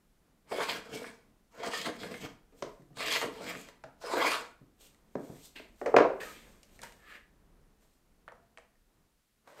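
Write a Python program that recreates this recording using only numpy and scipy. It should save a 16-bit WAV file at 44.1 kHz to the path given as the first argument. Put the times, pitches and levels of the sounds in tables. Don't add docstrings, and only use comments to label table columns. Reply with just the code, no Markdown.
import sys
import numpy as np
from scipy import signal
from scipy.fft import rfft, irfft, next_fast_len
from scipy.io import wavfile
from scipy.ndimage import uniform_filter1d

SR = 44100
rng = np.random.default_rng(int(sys.argv[2]) if len(sys.argv) > 2 else 0)


def transcribe(u):
    v = np.clip(np.atleast_2d(u).T, -1, 1)
    q = np.round(v * 32767).astype(np.int16)
    wavfile.write(sys.argv[1], SR, q)


def makeup_ratio(level_db):
    decades = np.asarray(level_db, float) / 20
    return 10 ** decades


N = 423342
TIME = np.arange(N) / SR


def unit(x):
    return x / np.sqrt(np.mean(x ** 2) + 1e-30)


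def decay(t, t60):
    return np.exp(-np.log(1000) * t / t60)


def colour(x, points):
    hz, db = np.transpose(points)
    size = next_fast_len(len(x))
    f = np.arange(size // 2 + 1) * SR / size + 1
    response_db = np.interp(np.log(f), np.log(hz), db, left=-90, right=-90)
    return unit(irfft(rfft(x, size) * makeup_ratio(response_db), size)[:len(x)])


def band(x, lo_hz, hi_hz):
    edges = [lo_hz, min(hi_hz, .45 * SR)]
    return signal.sosfilt(signal.butter(2, edges, "bandpass", fs=SR, output="sos"), x)


def flutter(per_s, depth_db):
    steps = rng.standard_normal(int(N / SR * 300))
    return np.interp(TIME * per_s, np.arange(len(steps)), makeup_ratio(depth_db * np.clip(steps, -3, 1.8)))


def fibres(per_s, spread_db, hiss):
    snaps = (rng.random(N) < per_s / SR) * rng.standard_normal(N) * makeup_ratio(spread_db * rng.exponential(size=N))
    return unit(unit(snaps) + hiss * rng.standard_normal(N))


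def resonate(x, peaks, widen, chatter_db):
    total = 0
    for hz, width_hz, db in peaks:
        mode = unit(signal.lfilter(*signal.iirpeak(hz, hz / (widen * width_hz), SR), x))
        total = total + makeup_ratio(db) * np.sqrt(width_hz) * flutter(22.103, chatter_db) * mode
    return unit(total)


def focus(x, centre_hz, floor, width, patchy_db, reach=2.5):
    total = 0
    for k, hz in enumerate(850 * 1.17 ** np.arange(12)):
        spread = np.where(hz > centre_hz, reach * width, width)
        weight = floor + np.exp(-((np.log(hz) - np.log(centre_hz)) / spread) ** 2)
        weight = flutter(26, patchy_db) * weight
        total = total + (-1) ** k * weight * band(x, hz / 1.09, hz * 1.08)
    return unit(total)


def remoteness(s, rise, fall):
    return np.where(TIME < s, (s - TIME) / rise, (TIME - s) / fall)


# [f/Hz, level/dB]
SHOP = [(12, -33), (20, 7), (46, 1), (93, -13.5), (215, -10.5), (284, -15), (482, -19), (620, -21.5),
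        (713, -23), (843, -24.5), (4500, -27.5), (14500, -30.5), (15800, -36)]
# [t/s, level/dB]
RUMBLE = [(0, -75.5), (1.301, -74), (2.5, -72), (3.8, -71), (4.7, -74.5), (5.4, -68.5), (6.599, -63.5),
          (7.4, -69.5), (8.1, -73), (8.899, -78.5), (9.6, -86.5)]


def background():
    hiss_db, air_db, air_follows = -79, -70, 0.62
    shop = [colour(rng.standard_normal(N), SHOP) for _ in range(3)]
    rumble = unit(band(shop[0], 15, 80))
    air = unit(band(shop[1], 70, 1500))
    hiss = unit(band(shop[2], 900, 17000))
    bustle_db = np.interp(TIME, *np.transpose(RUMBLE))
    rumble = rumble * makeup_ratio(bustle_db) * flutter(2.8, 2.9)
    air = air * makeup_ratio(air_db + air_follows * (bustle_db + 72.0)) * flutter(6.9, 2.9)
    return rumble + air + hiss * makeup_ratio(hiss_db)


# [f/Hz, t60/s, level/dB]
ROOM = [(200, 0.43, -8), (463, .42, -12), (1191.6, .42, -11), (2800, 0.35, -12), (6980, 0.3, -12),
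        (12000, 0.1, -14.5)]


def workshop(struck, rubbed):
    scatter = .06
    t, size = TIME[:SR], next_fast_len(N + SR)
    rise = np.clip((t - .003) / 0.0091, 0, 1)
    struck, rubbed, heard = rfft(struck, size), rfft(rubbed, size), 0
    for hz, t60, db in ROOM:
        for side in (-1, 0, 1):
            noise = band(rng.standard_normal(SR), hz / 1.605, hz * 1.83)
            tail = noise * decay(t, t60) / np.sqrt(t60 * SR / 4.7)
            shifted = np.roll(struck, int(side * scatter * hz * size / SR))
            heard = heard + makeup_ratio(db) * (rubbed + shifted) * rfft(rise * tail, size)
    return irfft(heard, size)[:N]


def swells(rows):
    return sum(makeup_ratio(db - 30 * np.minimum(remoteness(s, rise, fall), 4)) for s, rise, fall, db, _ in rows)


# [f/Hz, width/Hz, level/dB]
STOCK = [(147, 22, -7.5), (245, 300, -2), (455, 52, 3.5), (650, 14, -12.5)]
# [f/Hz, level/dB]
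SKIN = [(2200, -38), (3300, -5.5), (4500, -8.5), (6000, -6), (8500, -3.5), (10300, -17), (12900, -5.5),
        (15800, -19.5)]
# [loudest t/s, rise/s, fall/s, level/dB, centre f/Hz]
WIPES = [(2.59, 0.1, 0.4, -63.5, 2000), (6.76, 0.065, .05, -66, 3020), (4.81, 0.033, 0.21, -56.5, 2800),
         (4.87, .1, 0.037, -64, 2706), (5.25, 0.21, 0.37, -64, 1400), (5.35, .3, 0.71, -64.5, 1500),
         (5.458, 0.091, 0.063, -52, 3560), (5.8, .08, 0.77, -64.5, 2232), (6.215, 0.02, 0.27, -55.5, 1550),
         (6.32, .2, 0.21, -58.5, 1700), (6.5, .3, 0.3, -67.5, 1553), (6.72, 0.31, 0.66, -70.5, 2170),
         (6.835, 0.07, 0.32, -63, 1500), (7.83, 0.073, 0.13, -70, 1764), (7.94, .2, 0.19, -76, 1876),
         (9.48, 0.028, .9, -75, 1110)]
# [loudest t/s, rise/s, fall/s, level/dB, centre f/Hz]
SCRAPES = [
    (5.3, 0.46, 0.34, -100, 1300),
    (5.56, .008, 0.11, -42, 2180),
    (6.202, 0.002, 0.2, -40.5, 1704),
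    (6.369, 0.32, 0.33, -63.5, 2150),
    (6.831, 0.018, 0.1, -44.5, 1460),
    (7.107, 0.16, 0.11, -51.5, 1600),
    (7.158, 0.11, 0.077, -50.5, 1700),
    (9.477, 0.05, 0.3, -59.5, 1002),
    (9.595, 0.083, .3, -51.5, 967),
]


def rubbing():
    wipe_db, scrape_db = (-3.5, -11, -4), (-11, -3.5, -19.5)
    rows = np.array(sorted(WIPES + SCRAPES))
    centre_hz = np.interp(TIME, rows[:, 0], rows[:, 4])
    scrape = focus(fibres(5000, 1.5, 1.1), centre_hz, floor=.16, width=.24, patchy_db=1.5)
    bench = resonate(fibres(900, 1.5, 1.0), STOCK[1:], 2.5, chatter_db=2.0)
    bench = bench * makeup_ratio(-8.1 * np.log2(centre_hz / 1600))
    skin = colour(fibres(8700, 1.5, 1.1) * flutter(90, 0.99), SKIN)
    wipes, scrapes = swells(WIPES), swells(SCRAPES)
    parts = zip((bench, scrape, skin), wipe_db, scrape_db)
    return sum(x * (makeup_ratio(wipe) * wipes + makeup_ratio(drag) * scrapes) for x, wipe, drag in parts)


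# [t/s, level/dB, modes as (f/Hz, level/dB, t60/s)]
SINGS = [
    (6.833, -50, [(935, 6, .1), (2890, -14, .22), (6260, -10, .06), (8160, -8, .04)]),
    (6.631, -78, [(3650, -3, .2), (4500, 0, .12), (5020, 0, .12)]),
    (8.29, -72, [(1890, 0, .15)]),
    (5.86, -62, [(5500, 0, .15)]),
]


def rule_lift():
    total = 0
    for s, level_db, modes in SINGS:
        since = np.maximum(TIME - s, 0)
        for hz, db, t60 in modes:
            total = total + makeup_ratio(level_db + db) * np.sin(2 * np.pi * hz * since) * decay(since, t60)
    return total


def ring(modes, factor, chance, rattle, centre_hz=None, tilt_db=0, clear_hz=900, push_s=.0012):
    t = TIME[:len(rattle)]
    hz, db, t60 = (c[:, None] for c in np.transpose(modes))
    db = db + tilt_db * np.log2(hz / hz.min())
    if centre_hz:
        db = db - np.minimum(16.3 * np.abs(np.log2(hz / centre_hz)), 24)
    fade = decay(t, t60 * np.clip(factor, .2, 4))
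    luck = chance[:len(modes), :, None]
    waves = np.sin(2 * np.pi * hz * (1 + .02 * luck[:, 0]) * t) * makeup_ratio(2.1 * luck[:, 1]) * np.sign(luck[:, 2])
    waves = waves / (1 + (hz / clear_hz) ** 2)
    crowd = []
    for k, f in enumerate(hz[:, 0]):
        noise = np.roll(rattle, k * len(rattle) // 10)
        crowd.append(unit(band(band(noise, f / 1.25, f * 1.253), f / 1.6, f * 1.5)))
    waves = waves + 900 / (600 + clear_hz) * np.array(crowd)
    push = 1 - np.exp(-(t / push_s) ** 3)
    x = np.sum(makeup_ratio(db) * waves * fade, axis=0) * push
    return x / np.sqrt(np.mean(x[:SR // 100] ** 2))


def blows(events, main, second, high, trim_db, per_octave_db, clear_hz, push_s):
    out, size = np.zeros(N + SR), SR // 7
    chance, noise = rng.standard_normal((30, 10, 3)), rng.standard_normal((30, size))
    contact = dict(clear_hz=clear_hz, push_s=push_s)
    for (s, db, hz, hard_db, factor), luck, rattle in zip(events, chance, noise):
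        second_db = per_octave_db * np.log2(hz / main[4][0]) + 0.29 * (hard_db + 21.5)
        tilt_db = np.clip(0.48 * (hard_db - second_db + 30.0), -11, 4)
        low = ring(main, factor, luck, rattle, hz, **contact)
        middle = ring(second, factor, luck, rattle, tilt_db=tilt_db, **contact)
        top = ring(high, factor, luck, rattle, **contact)
        blow = makeup_ratio(db + trim_db[0]) * low
        blow = blow + makeup_ratio(db + second_db + trim_db[1]) * middle
        blow = blow + makeup_ratio(db + hard_db + trim_db[2]) * top
        i = int(s * SR)
        out[i:i + size] += blow
    return out[:N]


# [f/Hz, level/dB, t60/s]
BLADE = [(950, -7.5, 0.028), (1150, -5.5, 0.022), (1320, -4.5, 0.02), (1865, -3.5, 0.056), (2250, 3, 0.013),
         (2848, 0.5, 0.022), (3573, -22, 0.0061)]
# [f/Hz, level/dB, t60/s]
EDGE = [(4094, 4, 0.0086), (5400, -3.5, 0.011), (5860, -8, 0.04), (7960, 4.5, 0.012), (8800, -6, .006),
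        (12000, -9, 0.0029), (14600, -8.5, 0.0043)]
# [t/s, strength/dB, blade centre f/Hz, hardness/dB, ring factor]
TICKS = [(4.946, -64.5, 1820, -4, 0.52), (5.686, -66, 1400, -6.5, 1.06), (6.631, -56, 3510, 0, 2.7),
         (6.791, -47, 1840, -13, 0.99), (6.817, -58, 1320, 9, 1.6), (6.833, -54.5, 970, 8, 1.1),
         (6.922, -55.5, 2945, -3.5, 1.1), (7.848, -70, 918, -14.5, 1.2), (8.279, -38, 1150, -31.5, 0.94),
         (8.286, -46, 1870, -31, 0.4), (8.32, -45.5, 950, -23, 1.16), (8.353, -64.5, 1166, -16, 0.62),
         (8.574, -43, 2280, -19.5, 0.8), (8.583, -49.5, 800, -12, 1.07), (9.474, -48.5, 1053, -20, 5.9),
         (8.755, -67, 1700, -17, .5), (2.82, -65, 1900, -18, .5), (2.93, -67, 2100, -15, .5)]


def rule_ticks():
    return blows(TICKS, BLADE, THUD[4:], EDGE, trim_db=(-9.1, -18.1, -4.1),
                 per_octave_db=-5.5, clear_hz=2300, push_s=0.00035)


# [f/Hz, level/dB, t60/s]
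THUD = [(135, -8.5, 0.11), (174.6, -8.5, 0.034), (280.3, -6, 0.18), (327, -11.5, 0.041), (430, -6, 0.1),
        (477, -1, 0.11), (562, -3, 0.083), (665, 4, .06), (766, -1.5, 0.044)]
# [f/Hz, level/dB, t60/s]
KNOCK = [(922, -4.5, 0.039), (1070, -3, 0.031), (1200, -4, 0.045), (1400, -5, 0.027), (1700, -2, 0.027),
         (2100, 1, 0.016), (2600, -10.5, 0.018), (3260, -15.5, 0.011)]
# [f/Hz, level/dB, t60/s]
CRACK = [(3740, -3, 0.062), (4840, -7, 0.05), (5650, 1.5, 0.032), (7600, 1, 0.016), (10100, -16, 0.017),
         (13600, -10, 0.019)]
# [t/s, strength/dB, thud centre f/Hz, hardness/dB, ring factor]
KNOCKS = [(0.516, -30, 493, -34, 2.6), (2.521, -56, 368, -25, 5.4), (2.622, -27.5, 440, -16.5, 0.63),
          (2.818, -51, 165, -26.5, 0.87), (2.903, -52.5, 170.4, -39.5, 1.7), (3.837, -39, 534, -19.5, 0.76),
          (4.609, -46.5, 170, -44, 1.27), (4.658, -66, 168, -34.5, 0.8), (5.152, -25.5, 393, -37, 0.59),
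          (5.298, -43.5, 440, -43, 0.51), (5.595, -42, 457, -22, 0.5), (5.813, -28.5, 483, -37, 0.8),
          (5.858, -21.5, 437.6, -28.5, 1.8), (5.878, -27.5, 640, -46.5, 0.5), (5.940, -9, 603, -57, 0.54),
          (5.963, -5.5, 540, -28.5, 0.95), (5.983, -11.5, 611, -34, 0.38), (6.002, -9, 539, -43.5, 0.42),
          (3.225, -27.5, 447, -37.5, 1.06), (4.165, -22.5, 451, -42, 0.84), (2.795, -48.5, 170, -35, 0.89),
          (1.6, -36, 497, -46, 1.8), (2.97, -43.5, 139.7, -29.5, 0.43), (3.845, -47, 174, -42, 0.65),
          (5.153, -32.5, 191, -34, 0.46), (5.297, -34.5, 158, -52, 0.59), (5.558, -49.5, 250, -44, .6),
          (5.597, -45, 270, -44, 0.42), (2.625, -43, 135, -48, 0.6), (6.104, -27, 500, -54, 0.57)]


def wood_knocks():
    return blows(KNOCKS, THUD, KNOCK, CRACK, trim_db=(-8.1, -14.1, -3.1),
                 per_octave_db=10.0, clear_hz=670, push_s=0.0022)


# [t/s, strength/dB, centre f/Hz, hardness/dB, ring factor]
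JOLTS = [(0.58, -25, 570, -38, .6), (0.993, -49, 455, -41, 0.87), (1.015, -35, 463, -44, .8),
         (1.88, -30.5, 473, -43, 0.81), (2.032, -38, 467, -40, 0.73), (2.992, -41, 694, -36.5, 0.65),
         (3.042, -37.5, 665, -34, .6), (3.406, -40, 300, -40, 0.61), (4.036, -34.5, 440, -46.5, 0.92),
         (4.095, -31.5, 650, -45, .6), (4.134, -21.5, 464, -44.5, 0.71), (4.208, -31.5, 670, -47.5, 0.88),
         (4.243, -25.5, 665, -40, 0.9)]
# [t/s, strength/dB, centre f/Hz, hardness/dB, ring factor]
RATTLES = [
    (5.941, -19, 755, -58, .35),
    (6.024, -22, 600, -44.5, 0.3),
    (6.047, -22, 480, -40, 0.45),
    (6.068, -25, 600, -43, 0.36),
    (6.13, -35, 480, -43.5, 0.28),
]


def jolts_and_rattles():
    return blows(JOLTS + RATTLES, THUD[3:], KNOCK, CRACK, trim_db=(-8.1, -18.1, -3.1),
                 per_octave_db=4.5, clear_hz=900, push_s=0.0037)


# [t/s, strength/dB, knock centre f/Hz, hardness/dB, ring factor]
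CATCHES = [(1.0415, -35.5, 1780, -27, 1.3), (1.634, -31, 1090, -18, 2.2), (1.8138, -41, 3290, 3.5, 1.1),
           (2.032, -34.5, 1900, -24, 1.4), (2.141, -36.5, 2110, -17, 1.3),
           (2.2604, -39.5, 1270, -15.5, 0.61), (3.1597, -23.5, 1990, -16, 1.2), (3.6865, -45, 1900, -8, .7),
           (0.5187, -51, 1400, -21, 0.72), (0.6021, -28.5, 1200, -19.5, 1.6),
           (0.6869, -28.5, 950, -23.5, 2.4), (1.7345, -30.5, 1400, -13, 0.76), (1.8557, -49, 1500, -27, .9),
           (2.9697, -41, 1250, -6.5, .9), (3.0041, -30, 1200, -15, 1.2), (3.0819, -28, 2600, -9, 1.2),
           (3.1168, -31.5, 3200, -6.5, 0.95), (3.2146, -29, 1500, -10.5, 0.59),
           (3.4665, -39, 2200, -12, .9), (3.5119, -44, 1700, -3, 1.1), (3.5509, -37, 2100, -18, .9),
           (4.2024, -32, 2100, -13, 0.71)]


def iron_catches():
    return blows(CATCHES, KNOCK, THUD[4:], CRACK, trim_db=(-9.1, -16.1, -6.1),
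                 per_octave_db=-3.5, clear_hz=1500, push_s=.0006)


# [loudest t/s, rise/s, fall/s, level/dB, pitch f/Hz]
RINGS = [(0.565, 0.13, .15, -45.5, 2200), (0.59, 0.11, .15, -54, 3250), (0.625, 0.074, 0.061, -38, 1100),
         (0.715, 0.084, 0.083, -49, 3300), (0.96, .1, 0.16, -48.5, 2250), (0.97, 0.3, .15, -61, 3250),
         (1.02, 0.2, 0.18, -51, 230), (1.06, .04, 0.13, -53, 1750), (1.645, 0.045, 0.12, -49, 3250),
         (1.745, 0.042, 0.1, -41.5, 1256), (1.81, .08, 0.09, -48.5, 190), (2.02, .06, 0.097, -51, 3300),
         (2.05, .1, .3, -48.5, 180), (2.14, .03, 0.093, -45.5, 2050), (3.03, .12, 0.087, -43, 1200),
         (3.06, .1, 0.18, -41.5, 2800), (3.08, .15, .2, -43, 2250), (3.41, 0.082, 0.16, -49.5, 200),
         (3.49, 0.11, .15, -46.5, 2300), (3.52, 0.055, 0.092, -50, 1250), (4.06, 0.074, 0.23, -50, 1450),
         (6.27, .08, 0.11, -47.5, 1247), (4.19, 0.067, 0.12, -43, 1650), (4.235, .06, .1, -47.5, 1100),
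         (4.24, .08, 0.22, -38.5, 1450), (4.29, .1, .1, -47, 2350), (4.34, .12, 0.077, -37, 1400),
         (7.13, 0.25, 0.15, -56, 1750), (7.08, 0.11, .2, -56.5, 1250), (6.215, 0.034, 0.091, -43.5, 1780),
         (5.575, .03, 0.041, -48, 1600), (8.37, .12, 0.3, -68.5, 690)]
# [loudest t/s, rise/s, fall/s, level/dB, pitch
# f/Hz]
MORE_RINGS = [(0.97, .08, 0.1, -56, 8250), (1.07, 0.053, 0.084, -67, 8600), (1.056, .02, .12, -53, 2280),
              (1.655, 0.073, 0.089, -37.5, 690), (1.742, 0.034, 0.061, -38, 1840),
              (1.865, 0.034, .05, -40, 1600), (2.65, 0.036, 0.092, -46, 430), (3.118, .03, .05, -33, 3300),
              (3.165, .03, 0.034, -35.5, 930), (3.165, .03, .05, -32.5, 2000), (3.3, .1, 0.51, -47.5, 444),
              (4.21, .04, .06, -35.5, 2100), (2.11, 0.08, 0.14, -46, 474), (4.37, .05, 0.086, -53.5, 3600),
              (4.27, .08, .06, -44.5, 5000), (9.55, 0.14, .3, -56.5, 600), (4.06, .05, .15, -50, 5100)]


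def rings():
    half_width, trim_db, fade_db = 0.03, -4.5, 61
    force = fibres(3000, 1.9, 1.3)
    total = 0
    for s, rise, fall, db, hz in RINGS + MORE_RINGS:
        mode = unit(band(force, hz / (1 + half_width) - 12, hz * (1 + half_width) + 12))
        level_db = db + trim_db - fade_db * np.minimum(remoteness(s, rise, fall), 2) ** 2
        total = total + makeup_ratio(level_db) * mode
    return total


def moving(strokes):
    s, pressure_db, keen_db = np.vstack(sorted(strokes, key=lambda rows: rows[0][0])).T
    on = sum((TIME >= rows[0][0]) & (TIME < rows[-1][0]) for rows in strokes) > 0
    return on, np.interp(TIME, s, pressure_db), np.interp(TIME, s, keen_db)


# [f/Hz, width/Hz, level/dB]
IRON = [(1079, 12, 5.5), (1360, 57, -21.5), (2216, 12, 7), (2432, 69, 0.5), (2740, 25, -3),
        (3246, 120, 2.5), (3820, 35, -17.5), (4180, 69, -18), (5100, 300, -8)]
# [f/Hz, level/dB]
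CUT = [(59, -52.5), (100, -36), (364, -21), (451, 2.5), (540, -8), (668, 11), (826, -7.5), (1090, -10.5),
       (5000, -18), (6500, -38), (11000, -120)]
# [f/Hz, level/dB]
SHAVING = [(2350, -31), (4000, -7), (4190, -3.5), (4490, -9), (4890, -2), (5710, -6.5), (8110, -5.5),
           (9920, -14.5), (10400, -13.5), (14100, -13), (15800, -26.5)]
# [t/s, pressure/dB, keenness of the shaving against the cut/dB]
PUSHES = [
    [(0.46, -70.5, -16), (0.508, -57, -6), (0.522, -34, -19), (0.55, -44.5, -8), (0.616, -30.5, -16.5),
     (0.668, -47.5, -4.5), (0.694, -27.5, -11), (0.842, -65, -8), (0.86, -56, -7.5)],
    [(1.52, -67.5, -7), (1.63, -39.5, -17), (1.634, -35, -13), (1.7, -46.5, -10), (1.734, -35.5, -9.5),
     (1.84, -43.5, -7.5), (1.86, -33, -13.5), (1.926, -58.5, -11), (1.97, -51.5, -6)],
    [(2.955, -64.5, -2.5), (2.984, -42, -6.5), (3.004, -35, -11.5), (3.174, -27.5, -11.5),
     (3.206, -40.5, -5.5), (3.22, -34.5, -12.5), (3.296, -56.5, -13.5), (3.35, -57, -3.5)],
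    [(3.995, -63.5, -10.5), (4.036, -45, -10.5), (4.146, -31.5, -15), (4.19, -36, -11.5),
     (4.218, -24.5, -20), (4.278, -31, -11.5), (4.34, -28, -14), (4.372, -42.5, -10), (4.56, -75, -13.5)],
]
# [t/s, pressure/dB, keenness/dB]
RETURNS = [
    [(0.86, -57, -12), (0.95, -47, -6.5), (1.02, -54.5, -9.5), (1.032, -44, -8.5), (1.044, -58, -7.5),
     (1.07, -50.5, -7.5), (1.29, -86, -4.5)],
    [(1.97, -59, -5.5), (2.042, -49, -7.5), (2.1, -54, -7.5), (2.148, -51.5, -7), (2.194, -53.5, -4.5),
     (2.25, -46.5, -8.5), (2.46, -108, -6.5)],
    [(3.35, -50.5, -9.5), (3.46, -49.5, -9), (3.476, -39.5, -10), (3.558, -50, -9), (3.59, -51.5, -4.5),
     (3.7, -61.5, -7), (3.8, -79, -20)],
]
# [cutting centre f/Hz, stock level/dB, bench level/dB, reach into the treble]
GRIPS = [
    (1500, -4.5, 1, 2),
    (1900, -1.5, 4.5, 1.7),
    (1600, -1.5, -2.5, 2.2),
    (1900, -1, 2, 2.2),
    (2000, -7.5, 1.5, 2.1),
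    (2000, -4, 1.5, 2.46),
    (1423, -2.5, -16, 1.7),
]


def plane():
    dull_db, octaves_per_db, octaves_per_push_db = -11.5, 0.42, 0.12
    pivot_db, stock_follows, stock_per_keen = -48, 0.42, -0.89
    bench_base_db, bench_lags = 6.5, 0.43
    strokes = list(PUSHES) + list(RETURNS)
    on, pressure_db, shaving_db = moving(strokes)
    keen_db = shaving_db - dull_db
    push_db = pressure_db - pivot_db
    starts = sorted(rows[0][0] for rows in strokes)
    stroke = np.maximum(np.searchsorted(starts, TIME) - 1, 0)
    grip_hz, grip_db, grip_bench_db, reach = np.array(GRIPS)[stroke].T

    grain = flutter(60, 2.8)
    judder = fibres(900, 1.6, .9) * grain * flutter(90, 1.2)
    stock = unit(resonate(judder, STOCK, 0.72, chatter_db=5.0) + 0.72 * colour(judder, CUT[1:7]))

    tear = fibres(3000, 0.55, 1.1) * grain
    chatter = resonate(tear, IRON, 1.4, chatter_db=3.0)
    octaves = octaves_per_db * keen_db + octaves_per_push_db * (push_db - 11.0)
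    centre_hz = grip_hz * 2 ** np.clip(octaves, -1, 1)
    cut = chatter + 3.7 * colour(tear, CUT[6:])
    iron = focus(cut, centre_hz, floor=0.52, width=0.46, patchy_db=4.0, reach=reach)

    curl = colour(fibres(6000, 2.66, .9) * grain * flutter(200, 0.89), SHAVING)
    shaving = 0
    for k, hz in enumerate(3000 * 1.166 ** np.arange(12)):
        shaving = shaving + (-1) ** k * flutter(20, 4.0) * band(curl, hz / 1.08, hz * 1.08)
    shaving = unit(shaving)

    stock_db = pivot_db + stock_follows * push_db + stock_per_keen * keen_db
    stock_db = stock_db + 0.72 * np.minimum(push_db, 0) + uniform_filter1d(grip_db, size=2000)
    bench_db = bench_base_db + grip_bench_db - bench_lags * np.maximum(push_db, 0)
    stock = band(stock, 330, 4000) - makeup_ratio(bench_db) * band(stock, 50, 330)
    edge = makeup_ratio(pressure_db) * (makeup_ratio(-4.0) * iron + makeup_ratio(shaving_db) * shaving)
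    return uniform_filter1d(1. * on, size=1500) * (makeup_ratio(stock_db) * stock + edge)


def scene():
    hits, ticks = wood_knocks(), rule_ticks()
    slides = iron_catches() + jolts_and_rattles() + rings() + rule_lift() + rubbing() + plane()
    room = workshop(makeup_ratio(7.5) * hits + makeup_ratio(5.5) * ticks, makeup_ratio(6.0) * slides)
    heard = hits + ticks + slides + room
    return (band(heard, 50, 19000) + background())[None]


def roll_off(x):
    return signal.sosfilt(signal.butter(12, 16010, fs=SR, output="sos"), x)


def record(dry):
    return roll_off(dry)


dry = scene()
out = record(dry)
transcribe(out)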